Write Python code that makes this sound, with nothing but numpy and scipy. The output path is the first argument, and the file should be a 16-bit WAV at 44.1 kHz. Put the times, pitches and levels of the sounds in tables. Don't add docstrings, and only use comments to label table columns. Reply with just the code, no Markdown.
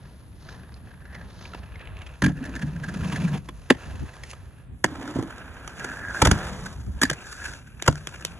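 import sys
import numpy as np
from scipy import signal
from scipy.fft import rfft, irfft, next_fast_len
from scipy.io import wavfile
from scipy.ndimage import uniform_filter1d

SR = 44100
rng = np.random.default_rng(int(sys.argv[2]) if len(sys.argv) > 2 else 0)


def materialize(psi):
    bounded = np.clip(np.atleast_2d(psi).T, -1, 1)
    quanta = np.round(bounded * 32767).astype(np.int16)
    wavfile.write(sys.argv[1], SR, quanta)


N = 370392

# time_s [s], level_db [dB], frame rattle_db and treble hiss_db [dB over level_db]
ROLLING = [(0, -60, -1, 3), (.35, -68, -31, 7), (.5, -55, -2, 9), (.66, -59.5, 8, -2), (.75, -63, -3, 1.5),
           (1.05, -63, 11.5, -1), (1.2, -56, 9, -3.5), (1.32, -58, -6, 7.5), (1.45, -55, 5, 10),
           (1.58, -56.5, -6.5, 1), (1.85, -51.5, 0, -19), (2.1, -51.5, -13, -10), (2.3, -63, 9, 2),
           (2.43, -46, 2, -13.5), (2.62, -48, -1, -6), (2.75, -47.5, -7, -11), (2.98, -43, -7, -8),
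           (3.15, -40.5, -5, -6.5), (3.36, -40.5, -27, -8), (3.7, -43.5, 0, -1.5), (3.85, -49, -3.5, -5.5),
           (4.3, -55, 0.5, -1.5), (4.6, -63, -3, -8), (4.83, -68, -14, 0), (4.87, -41, -2, -13),
           (5.1, -38, -39, -12.5), (5.27, -42.5, -3, -11), (5.45, -44, -3.5, -18), (5.75, -44.5, -1, -9.5),
           (5.82, -37, 2.5, -10), (5.97, -43, 4, -8), (6.05, -41, 10.5, -12), (6.2, -36, 3, -3),
           (6.4, -35, -0.5, -8), (6.7, -44.5, -26, -3.5), (6.8, -50.5, -10, -1), (7.0, -48, -1, -4.5),
           (7.05, -46, -19, -16), (7.2, -47, 1, -5.5), (7.32, -50, 12.5, 11), (7.37, -51, 13.5, 5.5),
           (7.47, -45.5, 11, 5.5), (7.58, -52, 3, 2), (7.7, -55.5, 3, -3.5), (8.02, -49.5, 2.5, 0.5),
           (8.4, -48, -2, -7)]
# start_s [s],
# wheel rumble_db, axle rattle axle_db, hollow boom_db [dB over the roll], boom_hz [Hz], bumpiness [power of the bumps]
RIDE_LEGS = [(0, 6.5, -6.5, 5, 181, 0.6), (1.65, 1.5, -2.5, -14, 200, 0.37), (2.2, 0, -6, 10.5, 238, 0.44),
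             (2.6, -1.5, -7.5, 10, 169, 0.58), (3.601, 2.5, -5.5, -18, 232, 0.37),
             (4.8, -1, -20, -2, 286.2, 0.82), (5.3, -3, -11.5, -8.5, 230, 0.31),
             (6.2, 1.5, -12.5, 0.5, 178, 0.51), (7.0, -0.5, 0, -8.5, 243, 0.4),
             (7.75, 0, -2.5, -3, 184.7, 0.67)]
# time_s [s], crack_db [dB], frame_hz [Hz],
# crack length_ms [ms], knock_db [dB], thud lag_ms [ms], thud_db [dB], thud_hz [Hz]
HEAVY_BLOWS = [(2.222, -11, 1775, 3.8, -26.5, 2.5, -13, 186), (2.241, -14.5, 1678, 9.3, -37, 4.3, -14, 240),
               (2.263, -13.5, 1644, 3.8, -33, 5.1, -15.5, 198),
               (2.285, -33, 1647, 16, -41.5, 1, -21.5, 180), (2.621, -26, 1685, 9.8, -46, 8.9, -23, 145),
               (3.009, -34, 1410, 10, -51, 1, -23.5, 72), (3.125, -23.5, 1120, 13, -46, 5, -24, 152),
               (3.704, -1, 1889, 4.7, -9.5, 3.3, 1, 250), (4.843, -5, 1700, 3.47, -15.5, 0.12, -11, 355),
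               (5.157, -37.5, 940, 12, -36, 1.2, -11.5, 240), (5.188, -35.5, 1310, 10, -34, 0.1, -9, 301),
               (5.226, -28.5, 1110, 1.9, -29, 0.1, -17.5, 292), (6.22, -4.5, 910, 5.2, -18, 5, -6, 108),
               (6.253, -6.5, 1400, 6.3, -19, 4.8, -7, 102), (6.272, -7, 883, 3.3, -16.5, 2.8, -4, 100.8),
               (6.314, -4.5, 1520, 3.4, -16, 3.1, -4.5, 103),
               (7.017, -7.5, 1650, 3.64, -31, 1.68, -13, 260), (7.034, -3, 1784, 3.23, -35, 2.2, -8.5, 250),
               (7.1, -11, 1610, 3.4, -35, 0.75, -43, 324),
               (7.112, -20.5, 1695, 2.34, -28, 0.1, -21.5, 146.2),
               (7.879, -4.5, 1356, 4.6, -10.5, 5.8, -4, 113)]
# time_s [s], level_db [dB], frame_hz [Hz], length_ms [ms]
WHEEL_TICKS = [(0.489, -33, 1600, 5), (0.549, -37, 1750, 3.3), (0.742, -35.5, 4560, 1.3),
               (0.851, -51, 2470, 1.6), (0.944, -46, 2250, 1.5), (1.055, -36.5, 1640, 5.1),
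               (1.148, -28, 2048, 6), (1.454, -31, 2448, 5), (1.536, -27.5, 1377, 2.4),
               (1.548, -28.5, 990, 3.6), (1.757, -32.5, 2050, 3.3), (1.795, -33, 2460, 2.3),
               (1.812, -35.5, 2494, 5.9), (1.855, -35, 2270, 2.6), (1.874, -29, 2215, 1.6),
               (1.969, -35, 2480, 2.8), (1.99, -37, 2510, 3.4), (2.019, -32, 2520, 4.4),
               (2.066, -35, 2550, 8.2), (2.427, -38, 1689, 4.3), (2.441, -29, 1705, 3.4),
               (2.454, -27.5, 1691, 6), (2.464, -32, 1660, 2.9), (2.494, -35, 1700, 4),
               (2.554, -25, 1652, 2.3), (2.562, -26, 1720, 6.3), (2.594, -31.5, 1660, 5.9),
               (2.666, -39, 1630, 11), (2.763, -36.5, 1601, 3.8), (2.839, -27.5, 1630, 9.8),
               (2.887, -28, 1589, 13.2), (2.941, -27, 1413, 6.3), (3.044, -30.5, 1027, 15),
               (3.161, -21, 1812, 8.6), (3.219, -32, 900, 6.2), (3.28, -29.5, 1618, 11),
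               (3.338, -31, 885, 23), (3.489, -27.5, 1010, 5), (4.135, -37, 1800, 2.5),
               (4.167, -35, 1019, 1.9), (4.2361, -23, 1880, 3.2), (4.333, -30, 1250, 4.3),
               (5.077, -31, 1500, 3.6), (5.11, -34, 1270, 3.3), (5.382, -35.5, 3120, 2.8),
               (5.677, -25, 1100, 3.5), (5.845, -20.5, 1472, 4.4), (6.661, -25.5, 1630, 7.8),
               (7.027, -12, 1544, 3), (7.053, -24, 1719, 5.4), (7.132, -22, 1654, 4),
               (7.443, -28, 1555, 2.2), (7.518, -36, 1530, 2.3), (7.536, -28.5, 1660, 4),
               (7.674, -45, 1600, 7.9), (7.824, -12.5, 2860, 1.67), (7.863, -22, 1192, 5),
               (7.912, -32, 1380, 2.1), (7.927, -29.5, 1504, 1.8), (7.956, -28, 1460, 2),
               (8.072, -15.5, 2810, 1.7), (8.198, -38, 1617, 2.7), (8.21, -34, 1635, 5.6),
               (8.2503, -5.5, 2770, 1.37)]
# [dB per Hz, shape only]
BEARING_TREBLE = [(2500, 0), (3600, 13.5), (4600, 15), (5600, 14), (6800, 15), (8500, 13), (10500, 6.5),
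                  (11800, 4.5), (12600, 7)]
FRAME_TOP_HZ = 2060


def rolling():
    # [dB per Hz, shape only]
    wheel_body = [(200, -24), (350, 0.5), (650, -0.5), (1000, -1.5), (1700, -3.5), (2300, -13),
                  (3400, -13.5), (6000, -28.5)]
    axle_hz, axle_width_hz = 2580, 530
    rumble_db, axle_db, _, _, bumpiness = leg_columns()
    rattle_db, hiss_db = in_time(ROLLING)[1:]
    bumps = chatter(90, spread_db=9.5, length_ms=10.9) ** np.clip(bumpiness, 0, 2)

    rumble = colour(grit(3000, spread_db=13.5, smooth=2.16), wheel_body)
    rumble *= from_db(rumble_db) * bumps ** 0.33

    frame_hz = by_spot(1700, 1567) * (1 + 0.03 * drift(7.4))
    frame = resonance(grit(700, spread_db=-1.5, smooth=0.69), frame_hz, 370)
    frame = signal.sosfilt(signal.butter(6, FRAME_TOP_HZ, fs=SR, output="sos"), frame)
    frame *= from_db(rattle_db) * bumps

    axle_grit = grit(820, spread_db=-26.0, smooth=0.82)
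    axles = from_db(axle_db) * bumps * resonance(axle_grit, np.full(N, axle_hz), axle_width_hz)

    hiss = colour(grit(5030, spread_db=5.5, smooth=0.72), BEARING_TREBLE)
    hiss *= from_db(hiss_db) * bumps ** 0.55
    return from_db(roll_db()) * (rumble + frame + axles + dulled(hiss))


def roll_db():
    # start_s [s], end_s [s], drop_db [dB]
    airborne = [(3.386, 3.78, 14.5), (6.735, 6.975, 6.5), (7.605, 7.77, 7.5)]
    t = np.arange(N) / SR
    air_db = sum(drop_db * ((t > start) & (t < end)) for start, end, drop_db in airborne)
    lift_s = 0.031
    return in_time(ROLLING)[0] - uniform_filter1d(1. * air_db, round(lift_s * SR))


def leg_columns():
    start_s, *columns = np.transpose(RIDE_LEGS)
    leg = np.searchsorted(start_s, np.arange(N) / SR, "right").clip(1) - 1
    fade_s = .08
    return [uniform_filter1d(c[leg], round(fade_s * SR)) for c in columns]


def grit(per_s, spread_db, smooth):
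    sizes = from_db(spread_db * np.minimum(rng.exponential(1, N), 3.5)) * rng.choice([-1, 1], N)
    knocked = rng.random(N) < per_s * from_db(3.0 * drift(60)) / SR
    return rms_one(rms_one(sizes * knocked) + smooth * rng.standard_normal(N))


def chatter(per_s, spread_db, length_ms):
    sizes = from_db(spread_db * np.minimum(rng.exponential(1, N), 3))
    skipped = rng.random(N) < per_s * from_db(5.0 * drift(6)) / SR
    bump_shape = np.hanning(round(length_ms * SR / 1000))
    return rms_one(1 + signal.oaconvolve(sizes * skipped, bump_shape)[:N])


def dulled(x):
    arrives_s, fade_s, distant_hz = 2.09, 0.36, 5500
    distant = np.clip((arrives_s - np.arange(N) / SR) / fade_s, 0, 1)
    dull = signal.lfilter(*signal.butter(4, distant_hz, fs=SR), x)
    return x + distant * (dull - x)


def scuffs():
    # end_s [s], build_up_ms [ms], level_db [dB]
    drags = [(4.317, 34, -44.5), (5.799, 23.1, -47), (7.464, 18, -37.5)]
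    scuff_hz, scuff_width_hz, treble_db = 2760, 890, 1
    t = np.arange(N) / SR
    drag = np.zeros(N)
    for end_s, build_up_ms, db in drags:
        build_up = np.minimum(t - end_s, 0) * 1000 / build_up_ms
        stop = np.maximum(t - end_s, 0) / 0.0025
        drag += from_db(db) * np.exp(build_up - stop)
    rasp = grit(1300, spread_db=6.0, smooth=0.73)
    peak = signal.lfilter(*signal.iirpeak(scuff_hz, scuff_hz / scuff_width_hz, fs=SR), rasp)
    return drag * (rms_one(peak) + from_db(treble_db) * colour(rasp, BEARING_TREBLE))


def cracks():
    # [dB per Hz, shape only]
    boot_shell = [(200, -5.5), (350, 7.5), (600, -12), (1000, -1.5), (2300, -3), (3500, -4.5),
                  (5000, -65.5), (7000, -21.5)]
    ringing_hz, ringing_waver = 1620, 0.0401
    short_is_bright = 0.13
    rows = [(*row[:4], 0) for row in HEAVY_BLOWS]
    rows = sorted(rows + [(*row, thinning(row[2])) for row in WHEEL_TICKS])

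    strong, shell, bright = np.zeros((3, N))
    for s, db, hz, length_ms, boot_db in rows:
        start_s = s - length_ms / 1000
        add(strong, start_s, from_db(db) * contact(length_ms))
        add(shell, start_s, from_db(db + boot_db) * contact(length_ms))
        brightness = (4.5 / max(length_ms, 1)) ** short_is_bright
        add(bright, start_s, from_db(db) * brightness * contact(1.02 * length_ms))

    s, _, hz = np.transpose(rows)[:3]
    frame_hz = hz[np.maximum(np.searchsorted(s, np.arange(N) / SR + .006) - 1, 0)]

    bearings = dulled(colour(bright * rng.standard_normal(N), BEARING_TREBLE))
    shake, high = strong * rng.standard_normal(N), frame_hz > FRAME_TOP_HZ
    frame = resonance(shake * ~high, frame_hz, 370) + resonance(shake * high, frame_hz, 1470)
    near = np.exp(-(np.log(frame_hz / ringing_hz) / 0.2) ** 2)
    boot = colour((1 - 0.29 * near) * shell * rng.standard_normal(N), boot_shell)
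    wavering_hz = frame_hz * (1 + ringing_waver * drift(150))
    ringing = near * strong * np.sin(2 * np.pi * np.cumsum(wavering_hz) / SR)

    body = from_db(-8.5) * boot + from_db(-9.0) * frame + from_db(-9.5) * ringing
    return body + from_db(by_spot(-16.5, -10.5)) * bearings


def contact(length_ms, rise=0.55, tail_db=-28, tail_ms=25.0):
    length_ms = max(length_ms, 1)
    ms = np.arange(round(.12 * SR)) / SR * 1000 - 2 * rise * length_ms
    burst = np.exp(-(ms / (length_ms * np.where(ms < 0, rise, 1))) ** 2)
    return burst + from_db(tail_db) * np.exp(-np.abs(ms) / tail_ms) * (ms > 0)


def thinning(hz):
    db_per_octave, full_hz = 7.5, 1040
    return -db_per_octave * np.log2(hz / full_hz)


def knocks():
    knock_hz, knock_width_hz, tick_knock_db = 525, 640, -13.5
    burst = np.zeros(N)
    for s, _, _, length_ms, knock_db, *_ in HEAVY_BLOWS:
        add(burst, s - .5 * length_ms / 1000, from_db(knock_db) * contact(1.21 * length_ms))
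    for s, db, hz, length_ms in WHEEL_TICKS:
        gain = from_db(db + tick_knock_db + thinning(hz))
        add(burst, s - .5 * length_ms / 1000, gain * contact(length_ms))
    return resonance(burst * rng.standard_normal(N), np.full(N, knock_hz), knock_width_hz)


def thuds(cycles=9.0):
    out, t = np.zeros(N), np.arange(round(.15 * SR)) / SR
    for s, *_, lag_ms, db, hz in HEAVY_BLOWS:
        fading = (1 - np.exp(-t / .001)) * 1000. ** (-t * hz / cycles)
        add(out, s + lag_ms / 1000, from_db(db) * fading * np.sin(2 * np.pi * hz * t))
    return out


def ramp(reach=.15):
    # pitch_hz [Hz], struck level_db [dB], struck ring time t60_s [s to fall 60 dB]
    ramp_modes = [(85, 5, 0.16), (116.3, 4.5, 0.14), (149.6, -1, 0.42), (179.5, -1, 0.21),
                  (198, 9.5, 0.075), (250.3, 5.5, 0.11), (288, 5, 0.13), (311.7, 3, 0.16)]
    hollow_db, favoured_hz = leg_columns()[2:4]
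    boom_db = roll_db() + hollow_db

    thud_db, thud_hz = np.array(HEAVY_BLOWS)[:, 6:8].T
    at = [round((row[0] + row[5] / 1000) * SR) for row in HEAVY_BLOWS]
    hollow_at = [[leg[3] for leg in RIDE_LEGS if leg[0] <= row[0]][-1] for row in HEAVY_BLOWS]
    ring_db = thud_db + hollow_at - 16
    spread_db = rng.normal(0, 2.5, (len(at), len(ramp_modes)))

    shaken, power, struck = np.zeros((3, N))
    for k, (hz, db, t60) in enumerate(ramp_modes):
        share = np.exp(-(np.log(hz / favoured_hz) / reach) ** 2) + .08
        tone = rms_one(ring(rng.standard_normal(N), hz, 0.5 * t60))
        shaken += share * from_db(3.44 * drift(13.4)) * tone
        power += share ** 2
        away_db = 5.3 * np.abs(np.log2(hz / thud_hz))
        blows = np.zeros(N)
        blows[at] = from_db(ring_db + db + spread_db[:, k] - away_db) * (-1) ** k
        struck += ring(blows, hz, t60)

    soft = np.hanning(round(0.0023 * SR))
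    struck = signal.oaconvolve(struck, soft / soft.sum())[:N]
    return from_db(boom_db) * shaken / np.sqrt(power) + struck


def ring(force, hz, t60):
    r, w = from_db(-60 / (t60 * SR)), 2 * np.pi * hz / SR
    return signal.lfilter([0, np.sin(w)], [1, -2 * r * np.cos(w), r * r], force + 1e-18)


def second_spot():
    move_s, move_fade_s = 4.6, .2
    return np.clip((np.arange(N) / SR - move_s) / move_fade_s, 0, 1)


def by_spot(first, second):
    return np.interp(second_spot(), (0, 1), (first, second))


def at_ports(x):
    # pitch_hz [Hz], right_lead [half turns of phase]
    port_leads = [
        [(0, 0), (700, .08), (1400, .22), (2000, .05), (2700, .35), (3900, .15), (4700, .6), (5600, .45),
         (6400, 0), (7000, .3), (7700, .93), (9100, 1.1), (10300, 2), (13000, 2.6)],
        [(0, 0), (2000, .1), (2600, -.75), (3500, -.45), (4100, -.95), (5100, -1.07), (6000, -1.9),
         (7300, -2.15), (8300, -2.94), (9500, -3.06), (10500, -4), (13000, -4.6)],
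    ]
    # time_s [s], left_over_right_db [dB]
    side_levels = [(0, 0.5), (2.2, -1), (3.8, -0.6), (5.2, -2), (8.4, 1.2)]
    second, size = second_spot(), next_fast_len(N + 4096)
    hz = np.arange(size // 2 + 1) * SR / size
    out = np.zeros((2, N))
    for share, table in zip((1 - second, second), port_leads):
        lead = np.interp(hz, *np.transpose(table))
        turn = np.exp(.5j * np.pi * lead * [[-1], [1]])
        out += irfft(rfft(x * share, size) * turn, size)[:, :N]
    return out * from_db(in_time(side_levels)[0] / 2 * [[1], [-1]])


def echoes(x, dull_hz=7000):
    # delay_ms [ms], level_db [dB]
    returns = [(2, -14), (6, -17.5), (14, -22), (41, -33.5), (62, -41)]
    pulse = np.zeros((2, round(.12 * SR)))
    for ms, db in returns:
        i, size = round(ms * SR / 1000), round(min(ms, 9.2) * SR / 1000)
        smear = rng.standard_normal((2, size)) * np.hanning(size) / np.sqrt(size * 3 / 8)
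        pulse[:, i:i + size] += from_db(db) * smear
    dull = signal.lfilter(*signal.butter(2, dull_hz, fs=SR), x)
    return signal.oaconvolve(dull[None], pulse, axes=1)[:, :N]


def breeze():
    # time_s [s], level_db [dB]
    wind_levels = [(0.0, -47), (1.47, -45), (1.8, -41.5), (6.01, -46), (6.36, -39), (7.27, -46), (8.4, -44)]
    # [dB per Hz, shape only]
    wind_tone = [(20, -33), (40, -7.5), (59, 4), (135, -6.5), (168, -19.5), (200, -32), (260, -26.5),
                 (440, -120)]
    # time_s [s], lump_db [dB over the breeze]
    wind_lumps = [(1.93, 4.5), (3.88, 9.5), (3.958, 10), (4.026, 15), (4.732, 8), (6.42, -3.5),
                  (6.801, 7.5), (6.887, 11.5), (6.96, 8)]
    buffet_s, flutter_hz, flutter_db = 0.033, 202, -17
    t = np.arange(N) / SR
    lumps_db = sum(db * np.exp(-((t - s) / buffet_s) ** 2) for s, db in wind_lumps)
    flutter = resonance(rng.standard_normal((2, N)), np.full(N, flutter_hz), 150)
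    flutter *= from_db(flutter_db + lumps_db)
    gain = from_db(in_time(wind_levels)[0] + lumps_db + 2.0 * drift(24.0))
    return gain * (wide(wind_tone, side_db=-9) + flutter)


def far_sounds():
    # [dB per Hz, shape only]
    far_tone = [(70, -9.5), (120, 17), (450, -2.5), (1700, -35), (3600, -41), (5500, -46), (7300, -21),
                (10500, -14.5), (11800, -13), (12600, -69)]
    # [dB per Hz, shape only]
    traffic_tone = [(70, -47), (120, -4), (450, -15), (1700, -19.5), (3500, -23.5), (6000, -65.5)]
    gain = from_db(-53 + 1.0 * drift(1.0))
    far = gain * colour(rng.standard_normal(N), far_tone)
    around = gain * from_db(-15.0) * wide(traffic_tone, side_db=2.0)
    return far, around


def wide(spectrum, side_db):
    mid, side = (colour(rng.standard_normal(N), spectrum) for _ in range(2))
    return mid + from_db(side_db) * side * [[1], [-1]]


def colour(x, spectrum, size=8192):
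    hz, db = np.transpose(spectrum)
    log_hz = np.log(np.arange(size // 2 + 1) * SR / size + 1)
    cepstrum = irfft(np.log(from_db(np.interp(log_hz, np.log(hz), db))))
    cepstrum[1:size // 2] *= 2
    cepstrum[size // 2 + 1:] = 0
    pulse = irfft(np.exp(rfft(cepstrum)))
    return signal.oaconvolve(x, pulse / np.sqrt(np.sum(pulse ** 2)))[:N]


def resonance(x, hz, width_hz):
    turn, r = np.exp(2j * np.pi * np.cumsum(hz) / SR), np.exp(-np.pi * width_hz / SR)
    low = signal.lfilter([1], [1, -2 * r, r * r], x / turn)
    return np.sqrt(2 * (1 - r * r) ** 3 / (1 + r * r)) * np.real(turn * low)


def drift(rate_hz):
    r = np.exp(-80 * np.pi * rate_hz / SR)
    slow = signal.lfilter([1], [1, -2 * r, r * r], rng.standard_normal(N // 40 + 2002))[2000:]
    return np.interp(np.arange(N) / 40, np.arange(len(slow)), rms_one(slow))


def in_time(rows):
    s, *columns = np.transpose(rows)
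    return [np.interp(np.arange(N) / SR, s, c) for c in columns]


def add(track, s, shape):
    i = round(s * SR)
    track[i:i + len(shape)] += shape[:N - i]


def from_db(db):
    return 10 ** (np.asarray(db) / 20)


def rms_one(x):
    return x / np.sqrt(np.mean(x ** 2) + 1e-20)


def scene():
    skater = rolling() + scuffs() + cracks() + knocks() + thuds() + ramp()
    skater = signal.lfilter(*signal.butter(2, 39, "high", fs=SR), skater)
    far, around = far_sounds()
    return at_ports(skater + far) + echoes(skater) + breeze() + around


def record(dry):
    cutoff_hz = 13600
    rounded = 1.189 * np.tanh(dry / 1.228)
    return signal.sosfilt(signal.cheby2(12, 80, cutoff_hz, fs=SR, output="sos"), rounded)


dry = scene()
out = record(dry)
materialize(out)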